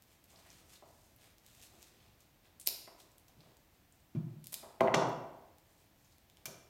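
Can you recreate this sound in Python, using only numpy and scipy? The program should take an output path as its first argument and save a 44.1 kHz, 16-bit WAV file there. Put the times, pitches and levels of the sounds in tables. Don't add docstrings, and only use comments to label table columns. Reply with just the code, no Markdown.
import sys
import numpy as np
from scipy import signal
from scipy.fft import rfft, irfft
from scipy.io import wavfile
from scipy.ndimage import uniform_filter1d

SR = 44100
rng = np.random.default_rng(int(sys.argv[2]) if len(sys.argv) > 2 else 0)


def master_out(mix):
    frames = np.transpose(np.atleast_2d(mix))
    ceiling = np.clip(frames, -1, 1)
    pcm = np.round(ceiling * 32767).astype(np.int16)
    wavfile.write(sys.argv[1], SR, pcm)


N = 295359


def gain(db):
    return 10 ** (np.asarray(db) / 20)


def normalise(x):
    return x / np.sqrt(np.mean(x ** 2))


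def read_curve(hz, table):
    pitches, values = np.array(table).T
    return np.interp(np.log(np.maximum(hz, 1)), np.log(pitches), values)


def band(x, hz, width_hz):
    return signal.lfilter(*signal.iirpeak(hz, hz / width_hz, fs=SR), x)


def dull(x, top_hz):
    return signal.lfilter(*signal.butter(1, min(top_hz, 19000), fs=SR), x)


def cut_bass(x, hz, order):
    return signal.sosfilt(signal.butter(order, hz, "high", fs=SR, output="sos"), x)


def add(track, start_s, sound):
    i = int(start_s * SR)
    track[i:i + len(sound)] += sound[:N - i]


def impacts(ms, clean_start=False):
    fade = np.exp(-np.arange(4096) / (SR * max(ms, .15) / 2000))
    fade /= np.linalg.norm(fade)
    run = rng.standard_normal(len(fade)) * fade
    if clean_start:
        run[0] += 1 / np.sqrt(max(ms, 1))
    ceiling = np.abs(run) + .4 * fade
    ceiling /= np.linalg.norm(ceiling)
    for _ in range(8):
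        spectrum = rfft(run)
        run = irfft(spectrum / (np.abs(spectrum) + 1e-12), len(fade))
        run = np.clip(run, -ceiling, ceiling)
    return run / np.linalg.norm(run)


# (pitch [Hz], relative level [dB])
HUM_TONE = [(15, -25.5), (25, 1.5), (87, 0.5), (259, -8), (313, -5.5), (399, -14), (687, -10.5),
            (1280, -18.5), (1980, -17), (10400, -27.5), (14000, -21), (15200, -23.5), (16500, -27)]
def hum_and_hiss(level_db=-67.5):
    tone = gain(read_curve(np.fft.rfftfreq(N, 1 / SR), HUM_TONE))
    noise = irfft(rfft(rng.standard_normal(N)) * tone, N)
    return gain(level_db) * normalise(noise)


# (time [s], level [dB], brightest pitch [Hz], boost at that pitch [dB], length [ms])
CRACKS_AND_SCRAPE = [(0.023, -48, 12300, 4, 0.47), (0.241, -53.5, 12500, 4, 8), (0.303, -62, 7000, 31, 8.9),
                     (0.359, -56, 4700, 20, 6), (0.39, -60, 3500, 13.5, 5.7), (0.449, -62, 2000, 22, 97),
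                     (0.503, -49.5, 5960, 34, 0.73), (0.585, -59, 6500, 15, 3.4),
                     (0.739, -55, 5030, 8, 4.7), (0.755, -58, 3960, 16, 11), (1.163, -54, 12000, 19, 1.6),
                     (1.383, -51.5, 6100, 6, 1.6), (1.464, -48.5, 8200, 2, 4.1), (1.55, -53, 9000, 4, 3.3),
                     (1.604, -56, 3200, 15, 2.6), (1.625, -62, 3300, 12, 3.5), (1.635, -58, 4000, 5, 4.4),
                     (1.65, -67, 7200, 5, 3.5), (1.822, -50, 7600, 9, 0.94), (1.828, -44, 6030, 5, 2),
                     (2.205, -57.5, 7100, 5, 13), (2.5984, -44, 9600, 14, 9.4), (2.612, -45.5, 9500, 7, 12),
                     (2.662, -35.5, 8800, 13, 20), (2.667, -39, 11000, 13, 7.7), (2.669, -33, 6500, 7, 13),
                     (2.6737, -13.5, 12500, 26, 0.97), (2.6732, -21.5, 4820, 9, 1.1),
                     (3.002, -51.5, 3900, 6.5, 8.3), (3.117, -57.5, 7600, 8, 3.7),
                     (3.182, -49, 10200, 8, 1.9), (3.282, -56.5, 6000, 5, 13),
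                     (3.406, -54.5, 4300, 31, 5.5), (3.569, -55, 8100, 5, 3.3),
                     (3.924, -58.5, 8150, 30, 2.5), (4.003, -63, 7800, 20, 2),
                     (4.4417, -46.5, 9700, 7, 6.8), (4.459, -45, 9550, 3, 1.1),
                     (4.47, -34.5, 11600, 5.5, 2.2), (4.514, -57, 12380, 8.5, 1),
                     (4.523, -45, 10080, 8.5, 33), (4.53, -33, 12760, 8.5, 1.7),
                     (4.5417, -28, 10660, 6, 3.2), (4.545, -46, 4500, 11, 11.4),
                     (4.8083, -41.5, 6000, -3, 3), (5.091, -54.5, 13300, 6, 7.3),
                     (5.584, -54, 7030, 1.5, 1.1), (6.047, -62.5, 6450, 14, 20), (6.183, -55, 9100, 0, 1.4),
                     (6.299, -52, 3640, 6, 0.85), (6.120, -66, 4200, 22, 30), (6.371, -50, 3330, 7, 0.91)]
def cracks_and_scrape():
    out = np.zeros(N)
    for start_s, db, hz, boost_db, ms in CRACKS_AND_SCRAPE:
        run = impacts(ms, clean_start=True)
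        bright = band(band(run, hz, .45 * hz), hz, .45 * hz)
        top_hz = 3.1 * hz
        splinter = dull(dull(cut_bass(run, 2700, order=3), top_hz), top_hz)
        sound = splinter + (gain(boost_db) - 1) * bright
        peak = np.sqrt(2 * np.max(uniform_filter1d(sound ** 2, size=24)))
        add(out, start_s, gain(db) * sound / peak)
    return out


def crackle(per_second, spread_db):
    sizes = gain(spread_db * np.minimum(rng.exponential(size=N), 3)) * rng.standard_normal(N)
    return normalise(sizes * (rng.random(N) < per_second / SR))


def catch_and_slip(per_second=18, depth_db=2.5):
    hold = int(SR / per_second)
    steps = np.repeat(rng.standard_normal(N // hold + 1), hold)
    wander = uniform_filter1d(steps, size=hold // 2)[:N]
    return gain(depth_db * normalise(wander))


# (time [s], length [s], leaf level [dB], extra crispness [dB], cloth level [dB], floor level [dB])
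MOVEMENTS = [(0.057, 0.073, -69.5, 3, -71, -73), (0.267, 0.13, -63.5, 4, -66.5, -70),
             (0.41, 0.17, -68, 2, -79, -63.5), (0.546, 0.17, -71, 5.5, -68, -69),
             (0.673, 0.069, -65.5, 7.5, -67, -68), (0.837, 0.29, -86, 21, -85, -71),
             (1.168, 0.1, -64, 1, -66, -102), (1.402, 0.24, -66.5, 3.5, -70, -67),
             (1.549, 0.11, -73.5, 15.5, -67, -85), (1.662, 0.13, -69, 4.5, -62.5, -65),
             (1.78, 0.11, -66, 3.5, -83, -93), (1.893, 0.19, -64, -4.5, -69, -66),
             (2.173, 0.047, -73, 4, -95, -97), (2.431, 0.032, -65, -8, -65, -95),
             (2.971, 0.033, -75.5, 20.5, -58.5, -69), (3.275, 0.03, -77.5, 9, -64, -80),
             (3.363, 0.15, -65.5, -4, -66, -77), (3.714, 0.05, -83, 13, -84, -82),
             (5.639, 0.21, -85, 16, -73, -88.5), (5.946, 0.17, -91, 21, -93, -95.5),
             (6.101, 0.023, -88, 24, -94, -81), (6.367, .03, -80, 0, -65, -71)]
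def rustle(trim_db=-10, settle_s=0.029):
    t, power = np.arange(N) / SR, np.zeros((4, N))
    for start_s, length_s, leaf_db, crisp_db, cloth_db, floor_db in MOVEMENTS:
        swell_s = 0.016 + 0.16 * length_s
        swell = np.clip((t - start_s) / swell_s, 0, 1)
        settle = np.exp(-np.maximum(t - start_s - length_s, 0) / settle_s)
        levels = gain([leaf_db, leaf_db + crisp_db, cloth_db, floor_db])
        power += np.outer(levels, swell * settle) ** 2
    leaves = crackle(3500, spread_db=2.5) * catch_and_slip()
    soft_leaves = normalise(band(band(leaves, 2520, 3200), 3330, 3845))
    crisp_leaves = normalise(band(band(leaves, 6630, 10660), 6300, 10300))
    cloth = normalise(band(band(crackle(600, spread_db=2), 420, 680), 420, 720))
    floor = normalise(band(band(rng.standard_normal(N), 83, 110), 89, 120))
    layers = np.array([soft_leaves, crisp_leaves, cloth, floor])
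    return gain(trim_db) * np.sum(np.sqrt(power) * layers, axis=0)


def push(contact_ms):
    ms = np.arange(.5, 400) / SR * 1000
    force = np.sin(np.pi * np.minimum(ms / contact_ms, 1))
    return force / force.sum()


def ring(notes, swing=1, detune=0):
    t = np.arange(int(SR * max(ring_s for _, _, ring_s in notes))) / SR
    spread_db = 1.5 * rng.standard_normal(len(notes))
    shift = 1 + detune * rng.standard_normal(len(notes))
    out = np.zeros(len(t))
    for k, (hz, db, ring_s) in enumerate(notes):
        fade = gain(db + spread_db[k] - 60 * t / ring_s)
        out += swing ** k * fade * np.sin(2 * np.pi * hz * shift[k] * t)
    return out


# (pitch [Hz], relative level [dB], time to fade by 60 dB [s])
BOARD_NOTES = [(119.3, -3.5, 0.23), (137, -3, .25), (152.1, -4.5, 0.32), (168.1, -13.5, 0.58),
               (210, -6, 0.14), (259, -16, 0.22), (280, -17, 0.065), (300, -13, 0.15), (324, -13, 0.13),
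               (342.6, -5, 0.074)]
# (pitch [Hz], relative level [dB], time to fade by 60 dB [s])
HANDLE_NOTES = [(260, -1.5, 0.012), (407, -10, 0.06), (496, -34.5, 0.032), (592, -8.5, 0.039),
                (687.5, 4, 0.025), (830, -1.5, 0.022), (980, -1, 0.026), (1090, -5.5, 0.024),
                (1296, -1.5, 0.013), (1570, -0.5, 0.0083), (2010, 4, 0.011), (2690, -0.5, 0.019),
                (3050, -7.5, 0.0019)]
# (pitch [Hz], width [Hz], relative level [dB])
BLADE_TONES = [(1620, 350, 2.5), (2373, 77, 16), (3190, 830, 4), (4450, 350, 2), (5600, 320, 10.5),
               (6200, 550, 8), (7070, 250, 6), (9900, 3100, 3), (13100, 1700, 3.5)]
# (time [s], board strength [dB], handle strength [dB], clack strength [dB],
# clack treble limit [Hz], extra blade ring [dB], contact time [ms], rattle length [ms])
KNOCKS_AND_CREAKS = [(0.33, -87, -66.5, -90, 2000, 0, 0.46, 30),
                     (0.385, -96, -67.5, -88, 2000, 0, 0.44, 11), (0.462, -90, -68, -90, 2000, 0, 0.53, 18),
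                     (0.824, -76, -56, -91, 3000, 0, 0.63, 12.6), (2.675, -89, -49, -83, 2457, -2, 0.86, 2),
                     (2.876, -90, -55, -66, 2000, -1.5, 0.41, 9.7),
                     (3.365, -63, -96, -95, 2000, -2, 1.04, 9.7),
                     (4.149, -35, -57, -27.5, 3000, -5.5, 0.79, 51),
                     (4.526, -94, -62, -31, 2500, 2, 0.072, 15),
                     (4.548, -84.5, -68, -76.5, 3000, -11, 0.76, 17),
                     (4.629, -71.5, -50.5, -59, 1990, -2, 0.52, 35),
                     (4.715, -78.5, -81, -92, 2005, 4, 0.59, 53),
                     (4.799, -67, -44, -75, 1983, 4.5, 1.2, 28),
                     (4.8078, -46.5, -24.5, -15, 3000, 7, 0.78, 3),
                     (4.8156, -55, -23.5, -42, 1990, -16, 0.78, 1.55),
                     (4.838, -72, -47, -68.5, 1500, -8, 0.63, 1.3),
                     (4.873, -75, -43, -66.5, 1460, 1, .8, 2),
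                     (4.882, -50.5, -33, -64, 1500, 4, 0.42, 0.67),
                     (4.905, -77, -43, -64.5, 1500, 3, .9, 2),
                     (4.9412, -35.5, -32.5, -22.5, 5460, 5, 0.19, 4),
                     (4.9445, -47, -24.5, -9, 6700, 3.5, 0.31, 7.6),
                     (5.022, -65, -32, -70, 1990, 3, 0.48, 3.7),
                     (5.054, -45.5, -34, -70, 2004, 0, 0.91, 1.33),
                     (6.4562, -59, -57, -27, 18850, 6.5, 0.13, 14),
                     (6.474, -75, -47, -84, 2020, 3, 1.3, 27)]
def knocks_and_creaks():
    board, snips = np.zeros(N), np.zeros(N)
    for time_s, board_db, handle_db, clack_db, top_hz, blade_db, push_ms, rattle_ms in KNOCKS_AND_CREAKS:
        force = push(push_ms)
        rattle = impacts(rattle_ms)
        blades = sum(gain(db + blade_db) * band(rattle, hz, width) for hz, width, db in BLADE_TONES)
        clack = dull(dull(dull(rattle + blades, top_hz), top_hz), top_hz)
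        touches = 1.46 * impacts(rattle_ms, clean_start=True)
        thump = signal.fftconvolve(ring(BOARD_NOTES, swing=-0.97), force)
        handles = signal.fftconvolve(ring(HANDLE_NOTES, detune=.012), signal.fftconvolve(force, touches))
        add(board, time_s, gain(board_db) * thump)
        add(snips, time_s, gain(handle_db) * handles)
        add(snips, time_s, gain(clack_db) * clack)
    return cut_bass(board, 98, order=4), cut_bass(snips, 340, order=2)


# (pitch [Hz], relative level [dB], time to fade by 60 dB [s])
TIP_NOTES = [(2044, -2, 0.02), (2400, -12.5, 0.0059), (2920, -9.5, 0.0068)]
# (time [s], strength [dB], contact time [ms])
TIP_TOUCHES = [(2.871, -57, 0.32), (4.8063, -22.5, 0.2), (4.8752, -26, 0.28), (4.9414, -14, 0.28)]
def handle_ticks():
    out = np.zeros(N)
    for start_s, db, contact_ms in TIP_TOUCHES:
        add(out, start_s, gain(db) * np.convolve(ring(TIP_NOTES), push(contact_ms)))
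    return out


# (pitch [Hz], time to fade by 60 dB [s])
ROOM_FADE = [(100, 0.56), (260, 0.83), (700, 0.86), (1840, 0.75), (4850, 0.58), (9000, 0.55), (14000, 0.28)]
# (pitch [Hz], relative level [dB])
ROOM_TONE = [(100, 4), (300, 4), (600, 1.5), (1100, 7), (2000, -5), (5000, -1), (9000, -5.5), (12500, -3.5),
             (15000, -7.5)]
def room_tail():
    t = np.arange(int(1.2 * SR)) / SR
    out = np.zeros(len(t))
    for hz in 80 * 2 ** np.arange(0, 7.7, .5):
        noise = band(band(rng.standard_normal(len(t)), hz, hz / 2), hz, hz / 2)
        dying = noise * gain(-60 * t / read_curve(hz, ROOM_FADE))
        share = .35 * hz / (SR / 2)
        out += gain(read_curve(hz, ROOM_TONE)) * np.sqrt(share) * dying / np.linalg.norm(dying)
    return out * np.clip((t - .003) / 0.0012, 0, 1)


# (delay [ms], level [dB], treble limit [Hz])
FIRST_ECHOES = [
    [(1.2, -30, 18000), (2.9, -20, 9300), (7.7, -15, 39000), (14.8, -9.5, 15000)],
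    [(1.0, -40, 14000), (6.8, -15.5, 7500), (13.5, -15.5, 8100)],
]
def room(x, step_in_s=3.3):
    out = x + signal.fftconvolve(x, room_tail())[:N]
    beside = np.arange(N) < step_in_s * SR
    for here, echoes in zip((beside, ~beside), FIRST_ECHOES):
        for ms, db, top_hz in echoes:
            add(out, ms / 1000, gain(db) * dull(here * x, top_hz))
    return out


# (pitch [Hz], width [Hz], boost or cut [dB])
OPENING_TONES = [(4390, 8600, 2), (10460, 1000, -9.5), (12400, 5100, 3.5)]
def microphone_opening(x):
    for hz, width_hz, db in OPENING_TONES:
        x = x + (gain(db) - 1) * band(x, hz, width_hz)
    return x


def scene():
    board, snips = knocks_and_creaks()
    ticks = handle_ticks()
    tick_share = gain(-6.5)
    in_room = room(snips + tick_share * ticks + cracks_and_scrape() + rustle() + gain(1.5) * board)
    direct = board + (1 - tick_share) * ticks
    return (microphone_opening(in_room + direct) + hum_and_hiss())[None]


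def record(dry):
    treble_cut = signal.ellip(8, .2, 60, 15850, fs=SR, output="sos")
    return signal.sosfilt(treble_cut, cut_bass(dry, 40, order=2))


dry = scene()
out = record(dry)
master_out(out)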